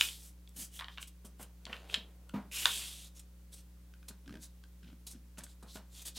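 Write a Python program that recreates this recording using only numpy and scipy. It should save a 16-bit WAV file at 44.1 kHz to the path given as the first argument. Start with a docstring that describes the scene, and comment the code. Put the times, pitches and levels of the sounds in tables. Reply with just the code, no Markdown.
"""Folding a paper sheet

Two hands press a fold into a large sheet of thin paper on a cutting mat, close to a microphone in a small room.
Fingers swish along the crease: shaped noise for friction, with a tuned band of noise for the ringing sheet.
The buckling sheet snaps as dispersive bending waves; stick-slip fingertips stutter; pats excite table modes.
The freed sheet rustles as it lifts and sinks. Mains hum and a faint hiss lie underneath."""
import sys
import numpy as np
from scipy import signal
from scipy.fft import rfft, irfft, next_fast_len
from scipy.io import wavfile
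from scipy.ndimage import uniform_filter1d, map_coordinates

SR = 44100
rng = np.random.default_rng(int(sys.argv[2]) if len(sys.argv) > 2 else 0)


def transcribe(signal):
    """Save signal, clipped to [-1, 1], as a 16-bit WAV file at the path in sys.argv[1]."""
    frames = np.atleast_2d(signal).T
    limited = np.clip(frames, -1, 1)
    pcm = np.round(limited * 32767).astype(np.int16)
    wavfile.write(sys.argv[1], SR, pcm)


N = 272538


def amp(db):
    """Logarithmic level: decibels become a linear gain."""
    return 10 ** (np.asarray(db) / 20)


def unit(x):
    """Normalisation: scale to rms 1."""
    return x / np.sqrt(np.mean(x ** 2) + 1e-20)


def along(points, hz):
    """Interpolation on a logarithmic frequency axis through (frequency [Hz], value) points."""
    f, v = np.transpose(points)
    return np.interp(np.log(hz + 1), np.log(f + 1), v)


def filtered(x, response):
    """Linear filtering: the spectrum of x is multiplied by a response of frequency."""
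    n = x.shape[-1]
    padded = next_fast_len(n + SR // 10)
    hz = np.fft.rfftfreq(padded, 1 / SR)
    return irfft(rfft(x, padded) * response(hz), padded)[..., :n]


def coloured(x, spectrum):
    """Spectral shaping: x takes on a relative spectrum, at rms 1."""
    return unit(filtered(x, lambda hz: amp(along(spectrum, hz))))


def wobble(rate):
    """Slow random modulation: a smooth curve through `rate` random knots a second."""
    knots = rng.standard_normal(int(N * rate / SR) + 4)
    return map_coordinates(knots, [np.arange(N) * rate / SR])


def add(track, s, sound):
    """Superposition: mix a sound into the track at s seconds."""
    part = track[max(0, round(s * SR)):][:len(sound)]
    part += sound[:len(part)]


def ring(modes, attack):
    """Modal decay, peak 1: damped sines whose strengths and phases differ with the spot that is struck."""
    t = np.arange(SR // 6) / SR
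    hz, db, t60 = np.transpose(modes)[:, :, None]
    strength_db, phase = rng.standard_normal((2, len(modes), 1))
    decay = amp(db + strength_db - 60 * t / t60)
    x = np.sum(decay * np.sin(2 * np.pi * (hz * t + phase)), axis=0)
    x = x * (1 - np.exp(-t / attack))
    return x / np.abs(x).max()


def burst(spectrum, t60):
    """Exponential decay of diffuse energy: a puff of shaped noise, peak 1."""
    t = np.arange(SR // 6) / SR
    x = coloured(rng.standard_normal(len(t)), spectrum) * amp(-60 * t / t60)
    return x / np.abs(x).max()


def patchy(x, depth_db):
    """Moving contact: the colour of a rub drifts as it passes over the sheet."""
    z = signal.stft(x, nperseg=512)[2]
    over_frequency = uniform_filter1d(rng.standard_normal(z.shape), size=9, axis=0)
    field = uniform_filter1d(over_frequency, size=14, axis=1)  # smoothed in time as well
    return signal.istft(z * amp(depth_db * unit(field)), nperseg=512)[1][:N]


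def rub(spectrum, grains, grain_share, flutter_db):
    """Granular friction: fibres catch (`grains` a second) over a dense hiss, under wavering pressure."""
    catches = unit((rng.random(N) < grains / SR) * rng.standard_normal(N))
    dense = rng.standard_normal(N)
    drive = np.sqrt(grain_share) * catches + np.sqrt(1 - grain_share) * dense
    pressure = amp(flutter_db * wobble(130))
    return unit(patchy(coloured(drive, spectrum), depth_db=1.5) * pressure)


# the electric hum, mains frequency and harmonics: (frequency [Hz], rms level [dB])
HUM_LINES = [(60, -55), (120, -75.5), (180, -66.5), (300, -78), (420, -85), (540, -83)]
# microphone hiss spectrum: (frequency [Hz], relative density [dB])
HISS_SPECTRUM = [(200, 3), (450, 4.5), (1000, 4.5), (2000, 1.5), (5000, -0.5), (15000, -1)]
# low room noise spectrum: (frequency [Hz], relative density [dB])
RUMBLE_SPECTRUM = [(20, -46), (42, -2.5), (90, 0.5), (200, -1.5), (400, -11.5), (900, -33.5)]


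def background():
    """Steady sources: harmonic mains hum, low room noise and partly correlated microphone hiss."""
    t = np.arange(N) / SR
    hum = sum(np.sqrt(2) * amp(db) * np.sin(2 * np.pi * (hz * t + rng.random())) for hz, db in HUM_LINES)
    shared = rng.standard_normal(N)
    separate = amp(2.5) * rng.standard_normal((2, N))  # one per channel
    hiss = coloured(shared + separate, HISS_SPECTRUM)
    rumble = coloured(rng.standard_normal(N), RUMBLE_SPECTRUM)
    return hum + amp(-69.5) * hiss + amp(-72.0) * rumble


# the right hand works first, then the left one
HAND_CHANGE_S, HAND_CHANGE_LENGTH_S = 2.7, 0.57  # middle and length of the change


def left_hand():
    """Linear crossfade: share of the work done by the left hand, 0 to 1."""
    return np.clip((np.arange(N) / SR - HAND_CHANGE_S) / HAND_CHANGE_LENGTH_S + .5, 0, 1)


# skin on paper: (frequency [Hz], relative density [dB])
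FRICTION_SPECTRUM = [(150, -11), (600, -12), (1600, -14), (3000, -12.5), (5500, -3.5), (8300, 0.5),
                     (10000, -1), (12000, -2), (14500, -7), (16000, -10.5)]
RIGHT_FIZZ_DB, LEFT_FIZZ_DB = 0, -3.5  # gain of the friction above 10 kHz


def skin_friction():
    """Broadband friction noise of skin on paper, its top end set by the hand that rubs."""
    hiss = rub(FRICTION_SPECTRUM, grains=5000, grain_share=0.5, flutter_db=1.2547)
    top = filtered(hiss, lambda hz: hz ** 12 / (hz ** 12 + 10000. ** 12))
    fizz_db = RIGHT_FIZZ_DB + (LEFT_FIZZ_DB - RIGHT_FIZZ_DB) * left_hand()
    return hiss - top + top * amp(fizz_db)


# the sheet's ring under a sliding hand or finger: (frequency [Hz], relative density [dB])
RING_SPECTRUM = [(500, -34), (1200, -21), (2050, -10.5), (2700, -2.5), (3300, 3.5), (3800, -1), (4500, -4),
                 (6500, -12.5), (12000, -42.5)]


def tuned(sheet, ring_hz):
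    """Resampling at a varying pace: the sheet's strongest ring moves to a pitch that changes with time."""
    strongest_hz = max(RING_SPECTRUM, key=lambda point: point[1])[0]
    pace = ring_hz / strongest_hz
    return map_coordinates(sheet, [np.cumsum(pace) % (N - 1)], mode="wrap")


# a whole hand slides out along the fold: (start [s], end [s], hold [s], friction level [dB],
# fade after the hold [dB/s], initial sheet ring above the friction [dB], first ring pitch [Hz])
HAND_SLIDES = [(-.03, 0.301, .03, -36, 123, -2, 3102), (2.511, 3.074, 0.23, -41, 49, -1.5, 2602)]
SLIDE_ATTACK_S, SLIDE_RELEASE_S = 0.02265, 0.0096  # time constants: the hand gets going; it lifts off
RING_CLIMB_HZ, RING_CLIMB_S = 1148, .3  # the ring rises as the hand stretches the sheet, then settles
RING_FADE_DB_PER_S = 13.5  # the ring dies faster than the friction once the hand slows


def slides():
    """Sliding friction with a tension-raised ring: a hand gets going, holds its speed, slows and lifts."""
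    t = np.arange(N) / SR
    friction = skin_friction()
    sheet = rub(RING_SPECTRUM, grains=1400, grain_share=.25, flutter_db=0.4)
    out = np.zeros(N)
    for start, end, hold, db, fade, ring_db, first_hz in HAND_SLIDES:
        age = np.clip(t - start, 0, end - start)
        lift_off = np.exp(-np.maximum(t - end, 0) / SLIDE_RELEASE_S)
        contact = (1 - np.exp(-age / SLIDE_ATTACK_S)) * lift_off
        slowing = np.maximum(age - hold, 0)
        speed = contact * amp(db - fade * slowing)
        ring_hz = first_hz + RING_CLIMB_HZ * (1 - np.exp(-age / RING_CLIMB_S))
        ringing = amp(ring_db - RING_FADE_DB_PER_S * slowing) * tuned(sheet, ring_hz)
        out += speed * (friction + ringing)
    return out


# a snap's main note: (multiple of its pitch [1], relative level [dB])
SHEET_NOTE = [(.3, -38), (.5, -15), (.65, -11.5), (.85, -7), (1, 4.5), (1.15, -6), (1.33, -9), (1.55, -21),
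              (2.4, -38.5), (4, -55)]
# the lower flap of a snap's slack side: (frequency [Hz], relative density [dB])
FLAP_SPECTRUM = [(200, -38.5), (700, -14), (930, -9), (1080, -3), (1350, -6.5), (2100, -9), (3200, -22.5),
                 (8000, -49)]
# the bright crack of the fibres: (frequency [Hz], relative density [dB])
CRACK_SPECTRUM = [(2500, -30), (5000, -2), (7500, 4.5), (10500, -5.5), (15000, -20)]


def bending_wave(pitch_hz, flap_db, crack_db, travel, echo):
    """Dispersion of one buckle, peak 1: treble outruns bass through the sheet, and the edges send it back."""
    size = SR // 6
    hz = np.fft.rfftfreq(size, 1 / SR)
    note = amp(along(SHEET_NOTE, hz / pitch_hz))
    flap = amp(flap_db + along(FLAP_SPECTRUM, hz))
    crack = amp(crack_db + along(CRACK_SPECTRUM, hz))
    paths = travel * np.cumsum(rng.uniform(.7, 1.3, 4))  # travel times at the pitch [s]
    strengths = echo ** np.arange(4) * np.exp(2j * np.pi * rng.random(4))
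    # delay falls with the square root of frequency
    arrivals = strengths @ np.exp(-4j * np.pi * paths[:, None] * np.sqrt(hz * pitch_hz))
    x = irfft((note + flap + crack) * arrivals, size)
    x = x * np.minimum(np.linspace(2, 0, size), 1) ** 2  # fade the second half
    return x / np.abs(x).max()


# the sheet buckles: (time [s], relative level [dB], pitch [Hz], tautness [dB])
BUCKLES = [(0.0099, -6.5, 3050, 8), (0.087, -27.5, 3300, 8), (.475, -46.5, 3510, 11.5),
           (0.792, -30.5, 3470, -11), (0.797, -28.5, 3440, -11), (0.809, -31, 3580, -20),
           (.821, -34.5, 2780, -22), (.8435, -32.5, 3404, -8), (.883, -33, 3178, -14),
           (.975, -33.5, 2940, -12), (0.9823, -30, 3000, -11), (1.028, -29.5, 3045, 14.5),
           (1.6535, -30, 3960, 13.5), (1.666, -36, 3000, -3.5), (1.697, -41, 2270, -16.5),
           (1.7289, -26.5, 2800, -7), (1.7318, -28.5, 2880, -10), (1.898, -35.5, 2560, 3),
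           (1.942, -13.5, 3360, 6.5), (1.9464, -18.5, 3090, 8.5), (2.515, -38, 2690, 7.5),
           (2.656, -8, 3435, 12.5), (2.656, -12.5, 3000, -15.5)]
# the shiver of a snap's taut side, also used for a dragged fingertip: (frequency [Hz], relative density [dB])
SHIVER_SPECTRUM = [(500, -33), (1200, -20.5), (2000, -4.5), (3100, 2.5), (4200, -5.5), (5500, -11),
                   (12000, -36)]
FLAP_LOSS = 0.87  # a taut spot cracks more and flaps less: dB lost per dB of tautness


def snaps():
    """Snap-through buckling: a dent flips with a sharp click, then the taut and the slack side shiver."""
    out = np.zeros(N)
    for s, db, pitch_hz, taut_db in BUCKLES:
        loss_db = FLAP_LOSS * taut_db
        click = bending_wave(pitch_hz, -11.5 - loss_db, taut_db - 32, travel=.0007, echo=.7)
        taut_side = amp(-17.5) * burst(SHIVER_SPECTRUM, t60=0.058)
        slack_side = amp(-25.5 - loss_db) * burst(FLAP_SPECTRUM, t60=0.13)
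        add(out, s, amp(db - 1.9) * (click + taut_side + slack_side))
    return out


STROKE_DROP_DB, STROKE_SHAPE = 11.5, 2.1  # drop one rise or fall length from the peak; roundness of the swell


def swell(peak_s, rise_s, fall_s, db):
    """Speed envelope: the rounded rise and fall of one finger movement, as gain."""
    t = np.arange(N) / SR - peak_s
    lengths = np.where(t < 0, rise_s, fall_s)
    return amp(db - STROKE_DROP_DB * np.abs(t / lengths) ** STROKE_SHAPE)


# a finger rubs the crease, swelling and fading evenly: (peak time [s], half length [s],
# friction level [dB], sheet ring above the friction [dB], ring pitch [Hz])
FINGER_STROKES = [(0.243, 0.066, -56.5, -15.5, 3214), (0.617, 0.046, -44.5, -14, 2890),
                  (0.768, 0.047, -52, -7, 3200), (0.936, 0.058, -72, 7.5, 3519),
                  (1.025, 0.019, -50.5, -6, 3206), (1.419, 0.025, -53.5, -9, 3096),
                  (1.742, .045, -77.5, 14, 2956), (1.925, 0.035, -59, 5.5, 3310),
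                  (3.173, 0.022, -58, -9.5, 3401), (3.536, .016, -54, -10.5, 3503),
                  (3.582, 0.035, -60.5, -5, 3500), (4.438, 0.028, -51.5, -10, 3687),
                  (5.118, 0.019, -51.5, -12, 3992), (5.388, 0.0094, -49.5, -14.5, 3340),
                  (5.505, 0.038, -66.5, -0.5, 3795), (5.702, 0.029, -62, 2, 4094),
                  (5.758, 0.029, -53, -6, 4005), (5.984, 0.06, -54.5, -4.5, 3460),
                  (6.077, 0.02, -42.5, -7.5, 3400), (6.175, 0.023, -47.5, -0.5, 4100)]
# a fingertip lands and skids to a stop: (peak time [s], skid length [s], friction level [dB])
FINGER_SKIDS = [(.493, .002, -58.5), (.565, 0.01645, -51.5), (1.076, 0.0162, -54), (1.251, 0.025, -54.5),
                (1.43, .006, -50), (2.294, .003, -57.5), (3.197, 0.00932, -52), (4.086, 0.014, -43),
                (5.07, 0.022, -44.5), (5.439, 0.0085, -45), (5.629, 0.0095, -55), (6.02, 0.01, -54.5),
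                (6.057, 0.0049, -49.5)]
SKID_ATTACK_S, SKID_RING_DB = .0035, -11.5  # rise length; sheet ring above the friction


def swishes():
    """Friction-excited resonance: short strokes and skids hiss on the paper and set the sheet ringing."""
    moves = [(swell(s, half, half, db), ring_db) for s, half, db, ring_db, _ in FINGER_STROKES]
    moves += [(swell(s, SKID_ATTACK_S, skid, db), SKID_RING_DB) for s, skid, db in FINGER_SKIDS]
    peaks_s, *_, rings_hz = np.transpose(FINGER_STROKES)
    ring_hz = np.interp(np.arange(N) / SR, peaks_s, rings_hz)  # glides from stroke to stroke
    friction = skin_friction()
    sheet = tuned(rub(RING_SPECTRUM, grains=1500, grain_share=0.46, flutter_db=1.6), ring_hz)
    return sum(speed * (friction + amp(ring_db) * sheet) for speed, ring_db in moves)


# a fingertip's dry tick in the crease: (frequency [Hz], relative density [dB])
CREASE_SPECTRUM = [(400, -18), (1100, -14.5), (1550, -11), (2100, -9.5), (3200, -9), (5000, -14),
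                   (14000, -33)]
# the pressed crease rings briefly: (nominal frequency [Hz], relative level [dB], t60 [s])
CREASE_MODES = [(1532, -1, 0.022), (3257, -9.5, 0.021)]
CREASE_RING_DB, CREASE_SPREAD = -3.5, 0.067  # beside the dry tick; scatter of log pitch from tick to tick


def crease_tick():
    """Impulse excitation: a dry tick of the crease with a brief ring whose pitch depends on the spot."""
    stretch = np.exp(CREASE_SPREAD * rng.standard_normal())
    modes = [(hz * stretch, db, t60) for hz, db, t60 in CREASE_MODES]
    return burst(CREASE_SPECTRUM, t60=0.0157) + amp(CREASE_RING_DB) * ring(modes, attack=0.00019)


# fingertips stick and slip along the crease: (start [s], end [s], slip rate [1/s],
# mean tick level [dB], mean table level [dB], peak rub level [dB])
STICK_SLIPS = [(0.564, 0.643, 60, -66.5, -55.5, -75), (4.261, 4.376, 63.5, -50.5, -49, -73),
               (4.828, 4.936, 68, -61, -55, -66.5), (5.132, 5.175, 60, -60, -54, -76),
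               (5.373, 5.42, 85, -49.5, -57.5, -66)]
# single ticks of the crease under a pressing finger: (time [s], dry tick peak [dB])
SINGLE_TICKS = [(2.295, -45), (3.938, -50.5), (4.029, -52.5), (4.11, -50), (4.638, -48.5), (4.832, -54),
                (5.466, -49.5), (5.759, -42), (5.771, -44)]
# a dragged fingertip's nudge through the mat: (frequency [Hz], relative density [dB])
NUDGE_SPECTRUM = [(70, -12), (130, 2.5), (270, 9.5), (380, -14), (550, -42), (2000, -46)]
SLIP_JITTER = .09  # random lateness, as a share of the time between slips


def stutters():
    """Stick-slip: a dragged fingertip rubs, and each slip ticks and nudges the table; a pressing one ticks once."""
    out = np.zeros(N)
    drag = rub(SHIVER_SPECTRUM, grains=900, grain_share=0.38, flutter_db=3.5)
    for start, end, rate, tick_db, table_db, rub_db in STICK_SLIPS:
        half = (end - start) / 2
        out += swell(start + half, half, half, rub_db) * drag
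        for k, (late, size) in enumerate(rng.standard_normal((12, 2))):
            s = start + (k + SLIP_JITTER * late) / rate
            slip = amp(tick_db) * crease_tick() + amp(table_db) * burst(NUDGE_SPECTRUM, t60=0.113)
            add(out, s, (s < end) * amp(2.39 * size) * slip)  # silent after the end
    for s, db in SINGLE_TICKS:
        add(out, s, amp(db) * crease_tick())
    return out


# hands land on the table: (time [s], relative level [dB], relative skin slap [dB])
HAND_PATS = [(1.245, -40, -11.5), (1.396, -37, -4.5), (1.666, -43, 2.5), (1.695, -37.5, -3),
             (1.969, -36.5, -32), (2.338, -29.5, -11.5), (2.341, -20, -15), (2.358, -26, -12.5),
             (2.375, -28, -18), (2.448, -46, -14.5), (4.099, -40, -12), (4.339, -36.5, -34),
             (4.358, -37.5, -36), (5.381, -39, -3.5), (5.626, -40, -6), (5.755, -32.5, -8.5),
             (6.167, -41, -6)]
# modes of the table top: (frequency [Hz], mean relative level [dB], t60 [s])
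TABLE_MODES = [(129.9, -6, 0.096), (200.5, -0.5, 0.2), (254.2, 1.5, 0.091), (403.7, -7, 0.14),
               (524, -13, 0.11), (625.3, -14, 0.097), (964.2, -17.5, 0.12), (1227, -17, 0.064)]
# soft skin slapping the sheet: (frequency [Hz], relative density [dB])
SLAP_SPECTRUM = [(100, -10), (250, -8.5), (480, 1), (750, 2.5), (1350, -1), (1900, -7.5), (3000, -13),
                 (8000, -28.5)]


def pats():
    """Modal excitation: soft blows ring the table top; the skin adds a dull slap."""
    out = np.zeros(N)
    for s, db, slap_db in HAND_PATS:
        table = ring(TABLE_MODES, attack=0.001)
        slap = amp(slap_db + 4.0) * burst(SLAP_SPECTRUM, t60=0.25)
        add(out, s, amp(db - 8.5) * (table + slap))
    return out


# the freed sheet springs up, then sinks back: (peak time [s], level [dB], rise [dB/s], fall [dB/s])
SHEET_LIFTS = [(1.736, -57.5, 199.5, 68), (1.959, -51.5, 275, 304)]
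# rustle of the loose sheet: (frequency [Hz], relative density [dB])
LOOSE_SPECTRUM = [(150, -13), (500, 1.5), (1100, -1), (2000, -1), (3200, 0.5), (4400, -4.5), (5500, -10),
                  (15000, -20)]
SINK_DB, SINK_DB_PER_S, SINK_CORNER_HZ = -67, 11, 1007  # the dull rustle that lingers after the first lift


def settling():
    """Granular contact noise: the freed sheet rustles and crackles on the mat; a low-passed rustle lingers."""
    t = np.arange(N) / SR
    motion = sum(amp(db - np.maximum(rise * (s - t), fall * (t - s))) for s, db, rise, fall in SHEET_LIFTS)
    s, _, rise, _ = SHEET_LIFTS[0]
    sinking = amp(SINK_DB - np.maximum(rise * (s - t), SINK_DB_PER_S * (t - s)))
    rustle = rub(LOOSE_SPECTRUM, grains=360, grain_share=0.45, flutter_db=1.5)
    dull = unit(filtered(rustle, lambda hz: 1 / (1 + (hz / SINK_CORNER_HZ) ** 2) ** 2))
    return motion * rustle + sinking * dull


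# reverberation: (frequency [Hz], t60 [s])
ROOM_DECAY = [(200, 0.33), (1000, 0.17), (3500, 0.22), (8000, 0.14), (15000, 0.057)]


def room(x):
    """Reverberation: the walls answer after 7 ms with a diffuse tail of frequency-dependent decay."""
    hz, t, z = signal.stft(rng.standard_normal(SR // 2), SR, nperseg=256)
    decay = amp(-60 * t / along(ROOM_DECAY, hz)[:, None])
    tail = signal.istft(z * decay, SR, nperseg=256)[1]
    tail = np.pad(tail / np.linalg.norm(tail), (round(0.007 * SR), 0))
    return signal.fftconvolve(x, tail)[:N]


# stereo width of the room: (frequency [Hz], side level [dB])
SIDE_WIDTH = [(150, -34), (600, -28), (1200, -23.5), (2500, -30.5), (8000, -17.5), (15000, -10.5)]


def scene():
    """Mid-side stereo: the hands lie straight ahead; the room adds a little width, mostly in the treble."""
    hands = slides() + snaps() + swishes() + stutters() + pats() + settling()
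    side = filtered(room(hands), lambda hz: amp(along(SIDE_WIDTH, hz)))
    return hands + amp(-10.5) * room(hands) + np.array([side, -side]) + background()


TOP_HZ = 15900  # band limit


def record(dry):
    """Band limitation: nothing is kept from the limit upwards."""
    return filtered(dry, lambda hz: hz < TOP_HZ)


dry = scene()
out = record(dry)
transcribe(out)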